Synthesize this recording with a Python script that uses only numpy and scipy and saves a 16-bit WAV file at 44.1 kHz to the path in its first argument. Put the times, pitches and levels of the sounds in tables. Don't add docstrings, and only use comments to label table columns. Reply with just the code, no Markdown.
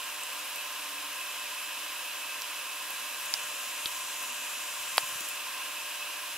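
import sys
import numpy as np
from scipy import signal
from scipy.fft import rfft, irfft, next_fast_len
from scipy.io import wavfile
from scipy.ndimage import uniform_filter1d, map_coordinates

SR = 44100
rng = np.random.default_rng(int(sys.argv[2]) if len(sys.argv) > 2 else 0)


def output_pcm(signal):
    pcm = np.clip(np.atleast_2d(signal).T, -1, 1) * 32767
    wavfile.write(sys.argv[1], SR, np.round(pcm).astype(np.int16))


def nominal_scale(level):
    x = np.asarray(level, float) / 20
    return 10 ** x


N = 280917

# (f/Hz, level/dB, t60/s)
TWEEZERS = [(5800, 0, .004), (7000, -6, .004), (5200, -7, .005)]
BUTTON = [(4600, 0, .0011), (5300, -13, .004), (4800, -22, .007), (10300, -19, .005), (970, -33, .03)]
LATCH = [(3850, 0, .0045), (3420, -14, .012), (4550, -14, .006)]


def unit(x):
    return x / np.sqrt(np.mean(x ** 2) + 1e-20)


def along(points, hz):
    f, v = np.transpose(points)
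    return np.interp(np.log(hz + 1), np.log(f + 1), v)


def wobble(rate):
    knots = rng.standard_normal(int(N * rate / SR) + 4)
    return map_coordinates(knots, [np.arange(N) * rate / SR])


def filtered(x, response):
    m = next_fast_len(N + 8192)
    return irfft(rfft(x, m) * response(np.fft.rfftfreq(m, 1 / SR)), m)[..., :N]


def bell(hz, centre, width):
    return 1 / (1 + (2 * (hz - centre) / width) ** 2)


def resonances(table, hz):
    return nominal_scale(sum(db * bell(hz, centre, width) for centre, width, db in table))


def rush(gain, alike, patchy_db):
    z = signal.stft(rng.standard_normal((2, N)), nperseg=512)[2]
    field = uniform_filter1d(rng.standard_normal(z.shape[1:]), size=6, axis=0)
    field = uniform_filter1d(field, size=8, axis=1)
    pair = signal.istft(z * nominal_scale(patchy_db * unit(field)), nperseg=512)[1][:, :N]

    def mid_side(hz):
        turn = np.arccos(np.clip(alike(hz), -1, 1)) / 2
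        return gain(hz) * [np.cos(turn), np.sin(turn)]

    mid, side = filtered(pair, mid_side)
    return unit(np.array([mid + side, mid - side]))


def ring(hz, t60, attack):
    t = np.arange(SR // 5) / SR
    return nominal_scale(-60 * t / t60) * (1 - np.exp(-t / attack)) * np.sin(2 * np.pi * hz * t)


def tick(hz, t60, crack_db):
    t = np.arange(SR // 5) / SR
    crack_db = crack_db + 6 * min(np.log2(hz / 10000), 0)
    crack = nominal_scale(crack_db - 60 * t / t60) * np.diff(rng.standard_normal((2, len(t) + 1))) / 2
    return crack - 1.4 * ring(hz, t60, attack=.4 / hz)


def add(track, s, sound, pan_db, lead_ms=0):
    both = sound * nominal_scale([[pan_db / 2], [-pan_db / 2]])
    for port, start in enumerate([s, s + lead_ms / 1000]):
        track[port, round(start * SR):][:both.shape[-1]] += both[port]


def drone():
    # (start t/s, length/s, f/Hz, level/dB rms)
    swells = [
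        (0.7, .5, 287, -66),
        (4.15, .4, 245, -70),
    ]
    track = np.zeros((2, N + SR))
    for s, length, hz, db in swells:
        t = np.arange(int(length * SR)) / SR
        swell = np.sin(np.pi * t / length)
        add(track, s, nominal_scale(db + 5.0) * swell * np.sin(2 * np.pi * hz * t), pan_db=-.3)
    return track[:, :N] * nominal_scale(2.1 * wobble(11))


def fan_air():
    # (f/Hz, level/dB per Hz)
    rush_spectrum = [(15, -65), (25, -31), (226, -22), (291, -15), (334, -18), (592, -12), (664, -15),
                     (711, -9.5), (798, -15), (1050, -0.5), (1120, -3.5), (1820, -7.5), (2570, -2),
                     (4350, -8.5), (6000, -12), (7800, -45), (13200, -120)]
    hiss_spectrum = [(2000, -34), (3200, -4), (4100, -7.5), (4500, -13.5), (6500, -8.5), (9000, -9.5),
                     (10700, -9), (11400, -11), (13000, -10.5), (13700, -12), (14200, -14), (15700, -19.5)]
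    # (f/Hz, width/Hz, lift/dB)
    housing = [(253, 10, 4), (263, 10, 3.5), (296, 11, 5), (2643, 61, -5), (1490, 48, -4.5), (524, 49, 6.5),
               (720, 40, -2), (924, 97, 6.5), (1032, 72, 3), (1052, 14, 6), (1612, 200, 8), (2440, 124, 3),
               (2603, 63, 11), (2786, 153, 5.5), (3060, 196, 4)]
    # (f/Hz, width/Hz, lift/dB)
    grille = [(3950, 250, 4), (4300, 200, -2), (4600, 250, 1.5), (5050, 150, 2), (5340, 200, 5),
              (5650, 150, -2.5), (3300, 120, 2), (7650, 150, -2), (2594, 18, 3.5), (5800, 150, 2),
              (6300, 130, 2), (7420, 250, 3), (11000, 350, 2.5), (12430, 450, 3), (14700, 300, 1.5)]
    # (f/Hz, left-right likeness)
    likeness = [(60, .25), (200, .2), (300, .68), (480, .8), (800, .78), (1150, .96), (2740, 0.69),
                (15000, .36)]

    def alike(hz):
        return 1 - (1 - along(likeness, hz)) / resonances(housing, hz) ** 2

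    def rush_gain(hz):
        return nominal_scale(along(rush_spectrum, hz)) * resonances(housing + grille, hz)

    def hiss_gain(hz):
        low_cut = 1 + (4500 / (hz + 1)) ** 4
        return nominal_scale(along(hiss_spectrum, hz)) * resonances(housing + grille, hz) / low_cut

    body = rush(rush_gain, alike, patchy_db=0.28)
    hiss = rush(hiss_gain, alike, patchy_db=0.7)
    body_db, hiss_db = -39.5, -41.5
    return nominal_scale(body_db + 0.25 * wobble(8)) * body + nominal_scale(hiss_db + 0.31 * wobble(12)) * hiss


def motor_hum():
    tone_hz = [307, 600, 708, 722, 749, 1200, 1410, 1800, 1826, 1911, 2874, 3000, 3134, 3473, 4749]
    tone_db = [-71.5, -60, -68.5, -70.5, -65.5, -61.5, -65, -68.5, -71, -62.5, -56.5, -60, -64, -59, -66]
    cycle = 2 * np.pi * np.arange(N) / SR
    hum = np.zeros(N)
    for hz, db in zip(tone_hz, tone_db):
        level = nominal_scale(db + 3 + .8 * wobble(3))
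        hum += level * np.sin(hz * cycle + .6 * wobble(3))
    return hum


def fan():
    # (f/Hz, left minus right level/dB)
    lean = [(60, -0.5), (110, -2), (200, 1), (380, -1.5), (700, -.5), (1290, -0.3), (2380, 0.0),
            (4400, 0.0), (8120, -1.5), (15000, -5.5)]
    # (f/Hz, phase/rad)
    left_leads = [(1700, 0), (3000, -0.4), (7400, -1), (10500, -1.5), (12500, -2), (15500, -1.5)]
    side = np.array([[.5], [-.5]])
    return filtered(fan_air() + motor_hum(),
                    lambda hz: nominal_scale(along(lean, hz) * side) * np.exp(1j * along(left_leads, hz) * side))


def nudges():
    # (t/s, peak level/dB, f/Hz, t60/s)
    pushes = [(2.9, -39, 563, .03), (2.903, -40, 800, .025), (3.44, -59, 120, 0.074),
              (3.855, -47, 111, 0.027), (3.858, -35.5, 322, .018), (4.8, -61, 101, .1),
              (4.922, -54, 130, .04), (4.974, -54, 55, .05), (5.03, -52, 150, .05), (5.088, -58, 165, .05),
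              (5.125, -52, 120, .04), (5.154, -47, 140, .04), (5.205, -51, 200, 0.033),
              (5.208, -46, 310, .03), (6.35, -55, 120, 0.046)]
    track = np.zeros((2, N + SR))
    for s, db, hz, t60 in pushes:
        add(track, s, nominal_scale(db + 2) * ring(hz, t60, attack=0.0018), pan_db=rng.normal(0, 7))
    return track[:, :N]


def small_ticks(track):
    # (t/s, peak level/dB, ring f/Hz, t60/s, left minus right level/dB)
    touches = [(0.235, -27, 8150, .006, 0), (0.559, -33, 13300, .008, -4), (2.415, -36, 14500, .008, -2),
               (2.9057, -31, 13000, .007, -1), (3.207, -34, 14800, .006, 3), (3.259, -34, 10800, 0.0072, 0),
               (3.3424, -20, 2000, .0025, -2), (4.227, -38, 12000, .015, 1), (4.9722, -23, 11300, .003, 3),
               (5.009, -34, 10500, .004, 5), (5.091, -37, 11000, .005, 5), (5.128, -36, 10100, .008, 2),
               (5.207, -25, 10500, 0.0033, 2), (5.281, -36, 12000, .004, -3),
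               (5.2875, -33, 11000, .012, -3), (5.297, -34, 12000, .004, -3)]
    for s, db, hz, t60, pan_db in touches:
        add(track, s, nominal_scale(db) * tick(hz, t60, crack_db=7), pan_db)


def firm_clicks(track):
    # (part, t/s, peak level/dB, left minus right level/dB, left lead/ms)
    strikes = [
        (TWEEZERS, 2.4202, -25, 1, 0),
        (TWEEZERS, 2.4211, -30, 1, 0),
        (BUTTON, 3.33956, -4, -4, .07),
        (LATCH, 3.85793, -16, 1, 0),
        (LATCH, 3.8598, -25, 0, 0),
        (LATCH, 3.8607, -21, 0, 0),
        (LATCH, 3.8618, -27, 0, 0),
    ]
    for part, s, db, pan_db, lead_ms in strikes:
        click = sum(nominal_scale(level) * tick(hz, t60, crack_db=-7) for hz, level, t60 in part)
        add(track, s, nominal_scale(db) * click, pan_db, lead_ms)


def switch_snap(track):
    # (f/Hz, peak level/dB, t60/s, first swing outward 1 or inward -1)
    partials = [(940, -2, .0045, -1), (1680, -14, .006, 1), (2250, -16, .004, 1), (3330, -14, .0065, -1),
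                (3930, -10, .005, -1), (4620, -15, .01, -1), (5350, -16.5, .005, 1), (9200, -19, .004, -1),
                (10300, -11, .004, -1), (11600, -25, .005, -1), (14700, -34, .008, -1)]
    # (delay t/s, level/dB)
    bounces = [(.0015, -13)]
    t = np.arange(SR // 5) / SR
    snap = sum(swing * nominal_scale(db) * ring(hz, t60, attack=.25 / hz) for hz, db, t60, swing in partials)
    snap = snap + nominal_scale(-19 - 60 * t / .007) * rng.standard_normal((2, len(t)))
    for delay, db in [(0, 0)] + bounces:
        add(track, 4.9802 + delay, nominal_scale(db) * snap, pan_db=-1, lead_ms=.03)


def contacts():
    track = np.zeros((2, N + SR))
    small_ticks(track)
    firm_clicks(track)
    switch_snap(track)
    low_cut = signal.butter(3, 450, "high", fs=SR, output="sos")
    return signal.sosfilt(low_cut, track[:, :N])


def room(x):
    t = np.arange(SR // 4) / SR
    tail = rng.standard_normal((2, len(t))) * nominal_scale(-60 * t / 0.095)
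    return signal.fftconvolve(x, tail / np.linalg.norm(tail[0]), axes=1)[:, :N]


def whirr_level():
    on_s, off_s = 3.33, 5.3
    grows, spin_up, run_down = 1.04, 42, 150
    t = np.arange(N) / SR
    early, late = np.maximum(on_s - t, 0), np.maximum(t - off_s, 0)
    return -47 + grows * (t - on_s) - spin_up * early - run_down * late


def grip_rustle(whirr_db):
    # (t/s, level/dB)
    shifts = [(2.9, -48), (3.24, -46.5), (3.63, -51), (3.86, -44.5), (4.23, -48), (4.95, -49), (5.08, -45),
              (5.16, -45), (5.28, -50)]
    # (f/Hz, level/dB per Hz)
    skin = [(2000, -19), (5000, -19), (9000, -3), (12000, -1.5), (15000, -7), (16500, -30)]
    t = np.arange(N) / SR
    resting_db = whirr_db - 10
    shift_db = [db - 68 * abs(t - s) for s, db in shifts]
    rustle_db = np.max([resting_db] + shift_db, axis=0)
    slips = unit(nominal_scale(2.2 * wobble(60)))
    friction = rush(lambda hz: nominal_scale(along(skin, hz)), lambda hz: 0.11 + 0 * hz, patchy_db=2.5)
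    return nominal_scale(rustle_db) * slips * friction * nominal_scale([[2.2], [-1.2]])


def lens_drive(whirr_db):
    barrel_hz = [5790, 6000, 6270, 6900, 7460, 8000, 8400, 10000]
    # (width/Hz, level/dB)
    barrel_shapes = [(120, -12), (120, -4.5), (130, -9.5), (200, -2.5), (231.48, -4), (130, -5),
                     (200, -2.5), (700, -10)]
    # (f/Hz, left-right likeness)
    likeness = [(6000, 1), (7600, 0.8), (8300, -0.65), (10000, -0.3)]

    def barrel(hz):
        power = sum(nominal_scale(2 * db) * bell(hz, c, width) for c, (width, db) in zip(barrel_hz, barrel_shapes))
        return np.sqrt(power)

    whirr = rush(barrel, lambda hz: along(likeness, hz), patchy_db=1) * nominal_scale([[2.5], [-1.5]])
    return nominal_scale(whirr_db + 0.48 * wobble(5.5)) * whirr


def scene():
    hits = contacts()
    whirr_db = whirr_level()
    camera = nudges() + grip_rustle(whirr_db) + lens_drive(whirr_db)
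    return drone() + fan() + camera + hits + nominal_scale(-18.5) * room(hits)


def top_cut(x):
    return signal.sosfilt(signal.butter(12, 17020, fs=SR, output="sos"), x)


def record(dry):
    mix = filtered(dry, lambda hz: hz < 15740)
    return top_cut(mix)


dry = scene()
out = record(dry)
output_pcm(out)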